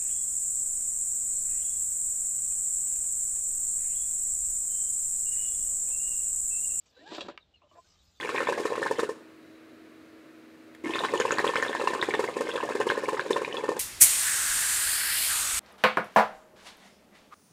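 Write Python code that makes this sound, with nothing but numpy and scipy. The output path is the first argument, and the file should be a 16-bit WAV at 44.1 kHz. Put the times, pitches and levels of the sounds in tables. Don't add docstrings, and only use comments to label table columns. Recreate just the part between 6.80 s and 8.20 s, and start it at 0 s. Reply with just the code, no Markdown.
import sys
import numpy as np
from scipy import signal
from scipy.fft import rfft, irfft
from scipy.io import wavfile
from scipy.ndimage import uniform_filter1d

SR = 44100
rng = np.random.default_rng(int(sys.argv[2]) if len(sys.argv) > 2 else 0)


def store_wav(level_fs):
    pcm = np.round(np.clip(np.atleast_2d(level_fs), -1, 1) * 32767)
    wavfile.write(sys.argv[1], SR, pcm.T.astype(np.int16))


def attenuation_scalar(level_db):
    decades = np.asarray(level_db, float) / 20
    return 10 ** decades


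N = 61739


def evened(x):
    return x / np.sqrt(np.mean(x ** 2) + 1e-20)


def curve(points, column=1):
    p = np.array(points)
    return np.interp(np.arange(N) / SR, p[:, 0], p[:, column])


def colour(x, points):
    f, db = np.transpose(points)
    hz = np.fft.rfftfreq(len(x), 1 / SR)
    gain = attenuation_scalar(np.interp(np.log(hz + 1), np.log(f + 1), db, -90, -90))
    return evened(irfft(rfft(x) * gain, len(x)))


def drift(seconds):
    size = max(int(seconds * SR), 2)
    return evened(uniform_filter1d(uniform_filter1d(rng.standard_normal(N), size), size))


def resonate(x, hz, width):
    turn = np.exp(2j * np.pi * hz * np.arange(len(x)) / SR)
    r = np.exp(-np.pi * width / SR)
    return 2 * (turn * signal.lfilter([1 - r], [1, -r], x / turn)).real


def twice(x, hz, width):
    return resonate(resonate(x, hz, width), hz, width)


def ring(modes, cycles, tune):
    t = np.arange(4000) / SR
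    out = np.zeros(4000)
    for (hz, db), k in zip(modes, tune):
        out += attenuation_scalar(db - 60 * t * hz / cycles) * np.sin(2 * np.pi * hz * k * t)
    return np.minimum(t / 0.0004, 1) * out


def add(mix, s, sound):
    part = mix[round(s * SR):][:len(sound)]
    part += sound[:len(part)]


def grains(per_s, spread_db):
    u = rng.random((N, 2))
    size = attenuation_scalar(-spread_db * np.log(u[:, 1] + 0.03))
    return (u[:, 0] < per_s / SR) * size * rng.standard_normal(N)


def echo(x, t60):
    tail = rng.standard_normal(12000) * attenuation_scalar(-60 * np.arange(12000) / SR / t60)
    return signal.fftconvolve(x, tail / np.linalg.norm(tail))[:N]


def glides(table, wobble, smear_s):
    out = np.zeros(N)
    for s, length, db, first_hz, last_hz in table:
        u = np.arange(0, length, 1 / SR) / length
        z = uniform_filter1d(rng.standard_normal((2, 9000)), max(int(smear_s * SR), 2))
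        z = z[:, :len(u)] * np.sqrt(smear_s * SR)
        turn = np.exp(2j * np.pi * np.cumsum(first_hz + (last_hz - first_hz) * u) / SR)
        blurred = (turn * (1 - wobble + wobble * (z[0] + 1j * z[1]))).real
        add(out, s, attenuation_scalar(db + 4.5) * np.sin(np.pi * u) ** 0.42 * blurred)
    return out


def streaks(x):
    width_share, wander_db = .02, 4.
    out = np.zeros(N)
    for hz in np.geomspace(1200, 8500, num=36):
        out += attenuation_scalar(wander_db * drift(.06)) * resonate(x, hz, width_share * hz)
    return evened(out)


def yard():
    # pitch_hz, level_db
    air = [(25, -33), (71, -0.5), (359, -10), (800, -9), (1000, -16.5), (2050, -20.5), (3700, -14),
           (5000, -23.5), (8500, -32.5)]
    # pitch_hz, width_hz, level_db
    hums = [(39.2, 5.5, -88.5), (62.8, 14, -77.5), (87.7, 13, -79.5), (175.6, 23, -89)]
    # time_s, level_db
    swell = [(0, -7.5), (.7, 0.5), (1.05, 1.5), (1.2, 10), (1.4, 2)]
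    drone = sum(attenuation_scalar(db) * evened(twice(rng.standard_normal(N), hz, w)) for hz, w, db in hums)
    breeze = attenuation_scalar(-73.5 + 0.86 * drift(0.11)) * colour(rng.standard_normal(N), air)
    return breeze + attenuation_scalar(curve(swell)) * drone


def sparrows():
    # start_s, length_s, level_db, first_hz, last_hz
    chirps = [(.6, .045, -67, 4000, 3450), (.738, .028, -63, 2930, 2800), (.765, .025, -76, 2700, 2450),
              (.755, .04, -75, 4300, 4050), (.88, .045, -75, 3100, 2900), (1.19, .03, -69, 3880, 3780),
              (1.21, .03, -71, 3600, 3300), (1.345, .03, -72, 4100, 3800), (1.355, .045, -69, 3600, 3450),
              (1.37, .03, -75, 4520, 4480)]
    out = glides(chirps, .35, .004)
    return out + attenuation_scalar(-8) * echo(out, .1)


def rub():
    # time_s, level_db
    strokes = [
        [(0, -70), (.054, -74), (.06, -62.5), (.11, -72)],
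        [(.86, -87), (.92, -70.5), (1, -69.5), (1.09, -65.5), (1.4, -71)],
    ]
    # pitch_hz, level_db
    cloth = [(1000, -3), (1900, -10), (3770, -2.5), (6980, -3.5), (8000, -9), (9500, -22.5)]
    level_db = curve(strokes[0] + [(.2, -99), (.75, -99)] + strokes[1])
    return attenuation_scalar(level_db - 3.5) * streaks(colour(grains(5600, 0.63), cloth))


def swishes():
    # start_s, length_s, level_db, first_hz, last_hz
    sweeps = [(1.1, 0.053, -71, 5100, 4700), (1.06, 0.092, -78.5, 6000, 5600),
              (0.96, 0.063, -76.5, 7200, 8000), (1.25, .07, -74, 5200, 4800),
              (.058, 0.031, -74.5, 7900, 5500), (0.071, 0.016, -87, 5100, 2800),
              (0.81, .05, -76, 2500, 3100), (1.4, 0.056, -79, 5300, 5000), (1.3, .07, -82.5, 8300, 5900),
              (1.03, 0.074, -86, 8600, 7400)]
    return glides(sweeps, 0.73, 0.006)


def creaks():
    # start_s, length_s, level_db, slip_rate_hz, roughness (0-1)
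    slipping = [(.948, .054, -54.5, 344, .05)]
    # pitch_hz, width_hz, level_db
    trim = [(345, 90, -20), (470, 90, -8), (689, 90, -1), (830, 120, -8), (1030, 50, -1), (1400, 250, -8),
            (1650, 200, -11), (2300, 500, -11)]
    grit = .16
    out, t = np.zeros(N), np.arange(8000) / SR
    for s, length, db, hz, rough in slipping:
        z = rng.standard_normal((2, 8000))
        turns = np.cumsum(hz * (1 + 8.0 * rough * uniform_filter1d(z[0], 150))) / SR
        slips = np.diff(np.floor(turns), prepend=0) * (1 + rough * z[1]) + grit * z[1]
        rise = t / (0.13 * length * (1.05 - rough))
        fall = (length - t) / (0.31 * length)
        push = slips * np.clip(np.minimum(rise, fall), 0, 1)
        body = sum(attenuation_scalar(g) * resonate(resonate(push, f, w), f, 2 * w) / w for f, w, g in trim)
        add(out, s, attenuation_scalar(db) * body / np.std(body[:round(length * SR)]))
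    return out


def jerks():
    # start_s, length_s, level_db
    tugs = [(.8155, .03, -61.5), (.84, 0.043, -68.5), (.912, 0.06, -64.5), (1.05, 0.15, -80),
            (0.06, 0.035, -74.5)]
    # pitch_hz, width_hz, level_db
    slot = [(307, 180, -8), (592, 190, -2), (824, 97, -5.5), (1069, 170, -0.5), (1215, 30, -9),
            (2380, 610, -16)]
    out, t = np.zeros(N), np.arange(8000) / SR
    for s, length, db in tugs:
        fade = np.clip((length - t) / (0.21 * length), 0, 1)
        scrape = rng.standard_normal(8000) * fade * (1 + 2.2 * np.exp(-t / 0.0032))
        body = sum(attenuation_scalar(g) * twice(scrape, f, 0.79 * w) / np.sqrt(w) for f, w, g in slot)
        add(out, s, attenuation_scalar(db) * body / np.std(body[:round(length * SR)]))
    return out


def squeaks():
    # start_s, length_s, level_db, first_hz, last_hz
    songs = [(.163, 0.033, -65.5, 1530, 1570), (.187, 0.037, -61.5, 1700, 1900),
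             (0.15, 0.066, -65, 3900, 4020), (0.091, 0.035, -74, 5400, 3950),
             (0.29, 0.014, -72, 2600, 3560), (.278, 0.033, -58.5, 1700, 1540),
             (0.32, 0.018, -67, 3800, 5500), (0.37, .05, -58, 2600, 4700), (0.31, .026, -49.5, 1000, 620),
             (.845, 0.035, -71, 600, 540), (.93, 0.037, -70, 324, 340), (.404, 0.028, -45.5, 600, 520),
             (.912, 0.041, -65, 1100, 1200), (1.035, 0.035, -74.5, 1400, 1600),
             (1.07, 0.12, -79, 1230, 1200), (0.9, .028, -75.5, 1045, 1022)]
    return glides(songs, .25, 0.0042)


def slaps():
    # start_s, length_s, level_db, first_hz, last_hz
    thuds = [(.435, .05, -52, 215, 170), (.19, .075, -56, 285, 315), (.38, .08, -66, 125, 95),
             (.315, .03, -49, 310, 325), (.378, .03, -46, 330, 320), (.275, .045, -60, 195, 165),
             (.48, .022, -54, 310, 300), (.535, .025, -62, 310, 330), (.48, .07, -62, 180, 140)]
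    return glides(thuds, .35, 0.016)


def pawl():
    # start_s, peak_db
    hits = [
        (0.5762, -31),
        (0.5809, -54),
        (0.585, -55),
        (0.59, -74),
    ]
    # pitch_hz, level_db
    modes = [(650, -31), (1238, 3.5), (1600, 2.5), (2300, 9), (2750, 9.5), (3510, 5), (4300, 1.5),
             (5300, -17), (7100, -29.5)]
    out = np.zeros(N)
    for s, db in hits:
        detune = 1 + .015 * rng.standard_normal(len(modes))
        tap = ring(modes, 20., detune)
        add(out, s, attenuation_scalar(db) * tap / abs(tap).max())
    return out


def knocks():
    # start_s, level_db, metal_share_db, rattle_s, spot_tilt_db (per octave)
    blows = [(0.3163, -43, -13.5, 0.023, -8), (.347, -53, 0, 0.00415, 2), (0.3778, -38, -36, .02, -1),
             (.4042, -44.5, 5.5, .028, 2), (0.459, -48.5, -22, 0.0068, -10), (.482, -39, -16, 0.021, 0.5),
             (.541, -58, -34, .02, -9.5), (.333, -59, 0, .006, -4), (0.3611, -59.5, -7, 0.0033, -3),
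             (0.391, -56, -5.5, 0.00624, 1), (0.448, -52, -20, .006, -9), (.494, -46, -14, 0.021, -2.5)]
    # pitch_hz, level_db
    pillar = [(322, -10), (340, 1.5), (450, -5.5), (590, 4), (720, 5), (850, 1.5), (1030, 13), (1250, -15),
              (1600, -13), (1900, -9)]
    # pitch_hz, level_db
    tongue = [(2200, -10), (2762, 2.5), (3300, 4.5), (3844, 7.5), (4250, -11), (4800, -25), (5600, -3),
              (7456, -5), (8300, -33)]
    contact = 1.
    blow, blow_s, rise_s = 2.1, .0035, 0.0061
    out, t = np.zeros(N), np.arange(2000) / SR
    for s, db, metal_db, rattle, tilt_db in blows:
        z = rng.standard_normal((4, 2000))
        chatter = z[:2] * (z[2] > contact) * np.minimum(t / rise_s, 1)
        hardest = blow * (np.arange(2000) == round(min(blow_s, rattle / 4) * SR))
        drive = (chatter + hardest) * np.exp(-3 * t / rattle)
        tune = 1 + .015 * z[3]
        spot = [(hz, g + tilt_db * np.log2(hz / 700)) for hz, g in pillar]
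        low = signal.fftconvolve(drive[0], ring(spot, 16., tune))
        high = signal.fftconvolve(drive[1], ring(tongue, 26., tune))
        both = low / np.std(low[:800]) + attenuation_scalar(metal_db) * high / np.std(high[:800])
        add(out, s, attenuation_scalar(db) * both)
    return out


def rush():
    # time_s, level_db
    drag = [(.1, -78), (.17, -63.5), (.23, -62), (.3, -51.5), (.35, -43.5), (.41, -50), (.46, -50),
            (.52, -52.5), (.56, -68.5), (.6, -70.5), (.68, -83.5)]
    # pitch_hz, level_db
    fibre = [(150, -20), (330, 3), (1030, -2.5), (1500, -20.5), (3870, -6.5), (6310, -20), (7370, -24.5),
             (9000, -37.5)]
    # pitch_hz, width_hz, level_db
    guide = [(315, 33, -8), (1653, 340, -5), (2690, 1300, -8.5), (3780, 1700, -10.5), (7310, 1400, -17.5)]
    dull_s, dull_hz = 0.399, 3500
    t = np.arange(N) / SR
    snags = grains(5000, 1)
    bands = sum(attenuation_scalar(db) * evened(twice(snags, hz, w)) for hz, w, db in guide)
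    full = evened(colour(snags, fibre) + attenuation_scalar(-10) * evened(bands))
    full = evened(full + attenuation_scalar(-7) * streaks(full))
    dull = signal.sosfilt(signal.butter(2, dull_hz, fs=SR, output="sos"), full)
    slow = np.clip((t - dull_s) / 0.18, 0, 1)
    on = np.clip(np.minimum(t - drag[0][0], drag[-1][0] - t) / 0.021, 0, 1)
    return on * attenuation_scalar(curve(drag) + 1.3 * drift(.008)) * ((1 - slow) * full + slow * dull)


def whine():
    # time_s, rib_rate_hz, whine_db
    belt = [(.155, 480, -78), (.178, 500, -56), (.195, 525, -72), (.216, 605, -60), (.252, 752, -58),
            (.272, 840, -48.5), (.29, 925, -59), (.332, 997, -49.5), (.362, 1020, -54)]
    # multiple, level_db
    orders = [(1, 0.5), (2, -17), (3, -24), (4, -26)]
    # pitch_hz, level_db
    loop = [(1100, -0.5), (1300, -13), (1620, 12), (1900, 12), (2300, -16), (2850, 14), (3900, 3)]
    jitter, flutter_db = .003, 1.
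    t, hz = np.arange(N) / SR, curve(belt)
    turns = np.cumsum(hz * (1 + jitter * drift(0.002))) / SR
    stack = np.zeros(N)
    for k, db in orders:
        favour_db = np.interp(k * hz, *np.transpose(loop))
        stack += attenuation_scalar(db + favour_db + flutter_db * drift(0.0082)) * np.sin(2 * np.pi * k * turns)
    on = np.clip(np.minimum(t - belt[0][0], belt[-1][0] - t) / 0.013, 0, 1)
    return np.sqrt(2) * on * attenuation_scalar(curve(belt, column=2)) * stack


def scene():
    near = rush() + knocks() + pawl() + jerks()
    near = signal.sosfilt(signal.butter(4, 220, "high", fs=SR, output="sos"), near) + slaps()
    cabin = attenuation_scalar(-10) * echo(near, 0.078)
    close = whine() + creaks() + squeaks()
    hand = rub() + swishes()
    return (close + near + cabin + hand + sparrows() + yard())[None]


def grip():
    # time_s, level_db
    fingers = [(0, -90.5), (.25, -97), (.33, -86), (.37, -74.5), (.4, -90.5), (.48, -91), (.52, -99),
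               (.88, -107), (.92, -92), (1.21, -91), (1.25, -82), (1.29, -90), (1.38, -87.5)]
    # pitch_hz, level_db
    sheen = [(8600, -8), (10300, -5.5), (11900, 3), (13300, -1.5), (15300, 5)]
    return attenuation_scalar(curve(fingers) + 1.6 * drift(0.017)) * colour(rng.standard_normal(N), sheen)


def band_limit(x):
    return signal.sosfilt(signal.butter(12, 15640, fs=SR, output="sos"), x)


def record(dry):
    x = signal.sosfilt(signal.butter(12, 8400, fs=SR, output="sos"), dry)
    return band_limit(x + grip())


dry = scene()
out = record(dry)
store_wav(out)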